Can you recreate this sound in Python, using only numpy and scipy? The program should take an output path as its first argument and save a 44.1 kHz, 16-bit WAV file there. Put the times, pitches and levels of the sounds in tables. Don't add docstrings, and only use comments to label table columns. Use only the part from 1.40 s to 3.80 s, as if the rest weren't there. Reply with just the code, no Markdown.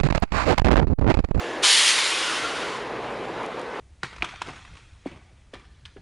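import sys
import numpy as np
from scipy import signal
from scipy.fft import rfft, irfft, next_fast_len
from scipy.io import wavfile
from scipy.ndimage import uniform_filter1d, map_coordinates

SR = 44100
rng = np.random.default_rng(int(sys.argv[2]) if len(sys.argv) > 2 else 0)


def transcribe(signal):
    frames = np.atleast_2d(signal).T
    limited = np.clip(frames, -1, 1)
    pcm = np.round(limited * 32767).astype(np.int16)
    wavfile.write(sys.argv[1], SR, pcm)


N = 105840

# time in seconds, level in dB.
ROLL_ENVELOPE = [(0, -37), (.22, -31.5), (.6, -34), (1, -32), (1.35, -32.5), (1.65, -31.5), (1.87, -32),
                 (1.92, -32.5), (2.055, -30.5), (2.075, -33.5), (2.19, -33), (2.27, -35), (2.38, -31.5)]
BLOWER_ENVELOPE = [(0, -32), (.2, -38), (.8, -35.5), (1.5, -56.5)]
HUM_ENVELOPE = [(0, -8.5), (.8, -0.5), (1.3, 2), (2, 4), (2.3, -5)]
AIRFLOW_ENVELOPE = [(.245, -8.5), (.32, -5), (.42, -7.5), (.5, -8.5), (.54, -13), (.75, -19), (.95, -24),
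                    (1.15, -31), (1.26, -33), (1.36, -36), (1.47, -46), (1.8, -65)]
# frequency in Hz, relative density in dB.
ROLL_SPECTRUM = [(20, -35), (40, -12.5), (80, -21), (130, -11.5), (200, -11), (300, -2), (460, -0.5),
                 (620, -2), (800, -3.5), (1080, -4.5), (1300, -9.5), (2100, -12), (2800, -17.5),
                 (4000, -23), (5500, -31), (8000, -37), (11000, -44)]
BLOWER_SPECTRUM = [(230, -57), (320, 4), (380, -3.5), (480, -1.5), (650, -2), (1000, -10), (1750, -7),
                   (2400, -12), (3300, -12), (4500, -19.5), (7000, -24.5), (11000, -36)]
JET_SPECTRUM = [(150, -35.5), (400, -19), (700, -16), (900, -8.5), (1450, -10), (1850, -4.5), (2450, -4),
                (3250, -1.5), (4050, -2), (4700, -4), (5500, -5.5), (7200, -8), (8600, -8.5), (11000, -13)]
TICK_SPECTRUM = [(500, 2), (2000, -5), (5000, 4), (9500, 1), (11000, -3)]
# frequency in Hz, level in dB before the envelope.
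HUM_PARTIALS = [(59.5, -62.5), (119, -56.5), (182, -58.5), (238, -54.5)]
# centre in seconds, half length in seconds, pitch in Hz, level in dB.
WHEEL_TONES = [(0.078, 0.13, 1715, -44), (.895, 0.015, 1470, -30.5), (0.934, 0.013, 1262, -30),
               (1.005, 0.03, 1513, -34), (1.054, 0.013, 1378, -28.5), (1.34, 0.033, 1066, -37),
               (1.697, 0.27, 1046, -46), (2.316, 0.068, 1523, -47)]
# centre in Hz, width in Hz, full boost in dB.
UNDERFRAME_MODES = [(1080, 63, 6), (1403, 143, 11), (2140, 290, 3), (2920, 290, 2.5)]
# start in seconds, level in dB.
GEAR_TICKS = [(1.372, -43), (2.032, -45), (2.062, -38.5), (2.195, -41), (2.215, -42)]
# frequency in Hz, gain in dB.
MIC_SIDE_RESPONSE = [(30, -46), (120, -64), (900, -68), (1250, -61), (1550, -55.5), (1850, -39),
                     (2200, -13.5), (2750, -16.5), (3150, -48), (3650, -17.5), (4600, -43), (6600, -37),
                     (7200, -7.5), (8000, -15), (8600, -27), (9300, -8), (10200, -46)]


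def amp(db):
    return 10 ** (np.asarray(db) / 20)


def unit(x):
    return x / np.sqrt(np.mean(x ** 2) + 1e-20)


def gain_at(spectrum, hz):
    knots_hz, db = np.transpose(spectrum)
    return amp(np.interp(np.log(hz + 1), np.log(knots_hz + 1), db))


def curve(rows, t):
    return np.interp(t, *np.transpose(rows))


def bell(x, centre, width):
    return np.exp(-.5 * ((x - centre) / width) ** 2)


def wobble(rate_hz):
    knots = rng.standard_normal(int(N * rate_hz / SR) + 4)
    return map_coordinates(knots, [np.arange(N) * rate_hz / SR])


def filtered(x, response):
    size = next_fast_len(N + SR // 2)
    return irfft(rfft(x, size) * response(np.fft.rfftfreq(size, 1 / SR)), size)[..., :N]


def patchy_noise(spectrum, patchy_db):
    bins = signal.stft(rng.standard_normal(N), nperseg=512)[2]
    patches = uniform_filter1d(rng.standard_normal(bins.shape), size=4, axis=0)
    patches = uniform_filter1d(patches, size=9, axis=1)
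    noise = signal.istft(bins * amp(patchy_db * unit(patches)))[1][:N]
    return unit(filtered(noise, lambda hz: gain_at(spectrum, hz)))


def wavering_tone(t, hz, jitter_rad, rate_hz):
    return unit(np.sin(2 * np.pi * hz * t + jitter_rad * wobble(rate_hz)))


def wheel_rumble(t):
    drone_hz, drone_width_hz, drone_relative_db = 456.5, 130, -9.5
    rumble = patchy_noise(ROLL_SPECTRUM, patchy_db=1.38)
    drift = wobble(drone_width_hz) + 1j * wobble(drone_width_hz)
    drone = unit(np.real(drift * np.exp(2j * np.pi * drone_hz * t)))
    judder_db = 0.5 * wobble(44.93)
    return unit(rumble + amp(drone_relative_db) * drone) * amp(curve(ROLL_ENVELOPE, t) + judder_db)


def wheel_song(t):
    return sum(amp(db) * bell(t, centre_s, half_s) * wavering_tone(t, hz, jitter_rad=1, rate_hz=77)
               for centre_s, half_s, hz, db in WHEEL_TONES)


def electrical_hum(t):
    hum = np.zeros(N)
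    for hz, db in HUM_PARTIALS:
        waver_db = 1.5 * wobble(6.68)
        hum += amp(db + waver_db) * wavering_tone(t, hz, jitter_rad=0.82, rate_hz=11)
    return hum * amp(curve(HUM_ENVELOPE, t))


def blowers(t):
    return patchy_noise(BLOWER_SPECTRUM, patchy_db=2.0) * amp(curve(BLOWER_ENVELOPE, t))


def brake_valve(t):
    open_s, attack_s, spit_s = 0.2193, 0.029, 0.017
    pivot_hz, shelf_hz, dulling_per_octave = 2800, 900, 0.17
    full_resonance_loss_db = 23
    hz, frame_s, jet = signal.stft(patchy_noise(JET_SPECTRUM, patchy_db=1.2), SR, nperseg=1024)
    hz = hz[:, None]
    loss_db = max(db for _, db in AIRFLOW_ENVELOPE) - curve(AIRFLOW_ENVELOPE, frame_s)
    opening_db_per_octave = -0.5 * np.exp(-abs(frame_s - open_s) / spit_s)
    slope_db_per_octave = opening_db_per_octave - dulling_per_octave * loss_db
    tilt_db = slope_db_per_octave * np.log2(np.maximum(hz, shelf_hz) / pivot_hz)
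    modes_db = sum(db * bell(hz, centre_hz, width_hz) for centre_hz, width_hz, db in UNDERFRAME_MODES)
    gain = amp(tilt_db + np.minimum(loss_db / full_resonance_loss_db, 1) * modes_db)
    power = gain_at(JET_SPECTRUM, hz) ** 2
    gain /= np.sqrt((power * gain ** 2).sum(0) / power.sum())
    hiss = signal.istft(jet * gain)[1][:N]
    valve = np.clip((t - open_s) / attack_s, 0, 1) ** 2
    sputter_db = 0.5 * wobble(120)
    return hiss * valve * amp(curve(AIRFLOW_ENVELOPE, t) + sputter_db)


def running_gear(t):
    t60_s, rattle_per_s, rattle_db, spread_db = 0.014, 9, -57, 3
    noise = unit(filtered(rng.standard_normal(N), lambda hz: gain_at(TICK_SPECTRUM, hz)))
    draws = rng.random((int(rattle_per_s * N / SR), 2))
    rattle = [(when * N / SR, rattle_db + spread_db * (2 * force - 1)) for when, force in draws]
    return noise * sum((t >= start_s) * amp(db - 60 * abs(t - start_s) / t60_s)
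                       for start_s, db in GEAR_TICKS + rattle)


def microphone_width(x):
    t60_s = 0.082
    t = np.arange(SR // 10) / SR
    tail = rfft(rng.standard_normal(len(t)) * amp(-60 * t / t60_s))
    flat_tail = irfft(tail / abs(tail))
    side = filtered(signal.fftconvolve(x, flat_tail)[:N], lambda hz: gain_at(MIC_SIDE_RESPONSE, hz))
    return np.array([x + side, x - side])


def scene():
    t = np.arange(N) / SR
    hiss = brake_valve(t)
    wheels = wheel_rumble(t) + wheel_song(t)
    locomotive = electrical_hum(t) + blowers(t)
    return microphone_width(hiss + wheels + locomotive + running_gear(t))


def record(dry):
    knee_db, cut_db_per_db, release_db_per_s, sense_s = -24, 0.5, 11.5, 0.01
    notch_hz, notch_width_hz, notch_db, top_hz = 7930, 113, -9, 11150
    pole = np.exp(-1 / (sense_s * SR))
    power = signal.lfilter([1 - pole], [1, -pole], np.mean(dry ** 2, axis=0))
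    excess_db = np.maximum(10 * np.log10(power + 1e-12) - knee_db, 0)
    recovery_db = release_db_per_s * np.arange(N) / SR
    cut_db = np.maximum.accumulate(cut_db_per_db * excess_db + recovery_db) - recovery_db
    notched = filtered(dry * amp(-cut_db), lambda hz: amp(notch_db * bell(hz, notch_hz, notch_width_hz)))
    return filtered(notched, lambda hz: hz < top_hz)


dry = scene()
out = record(dry)
transcribe(out)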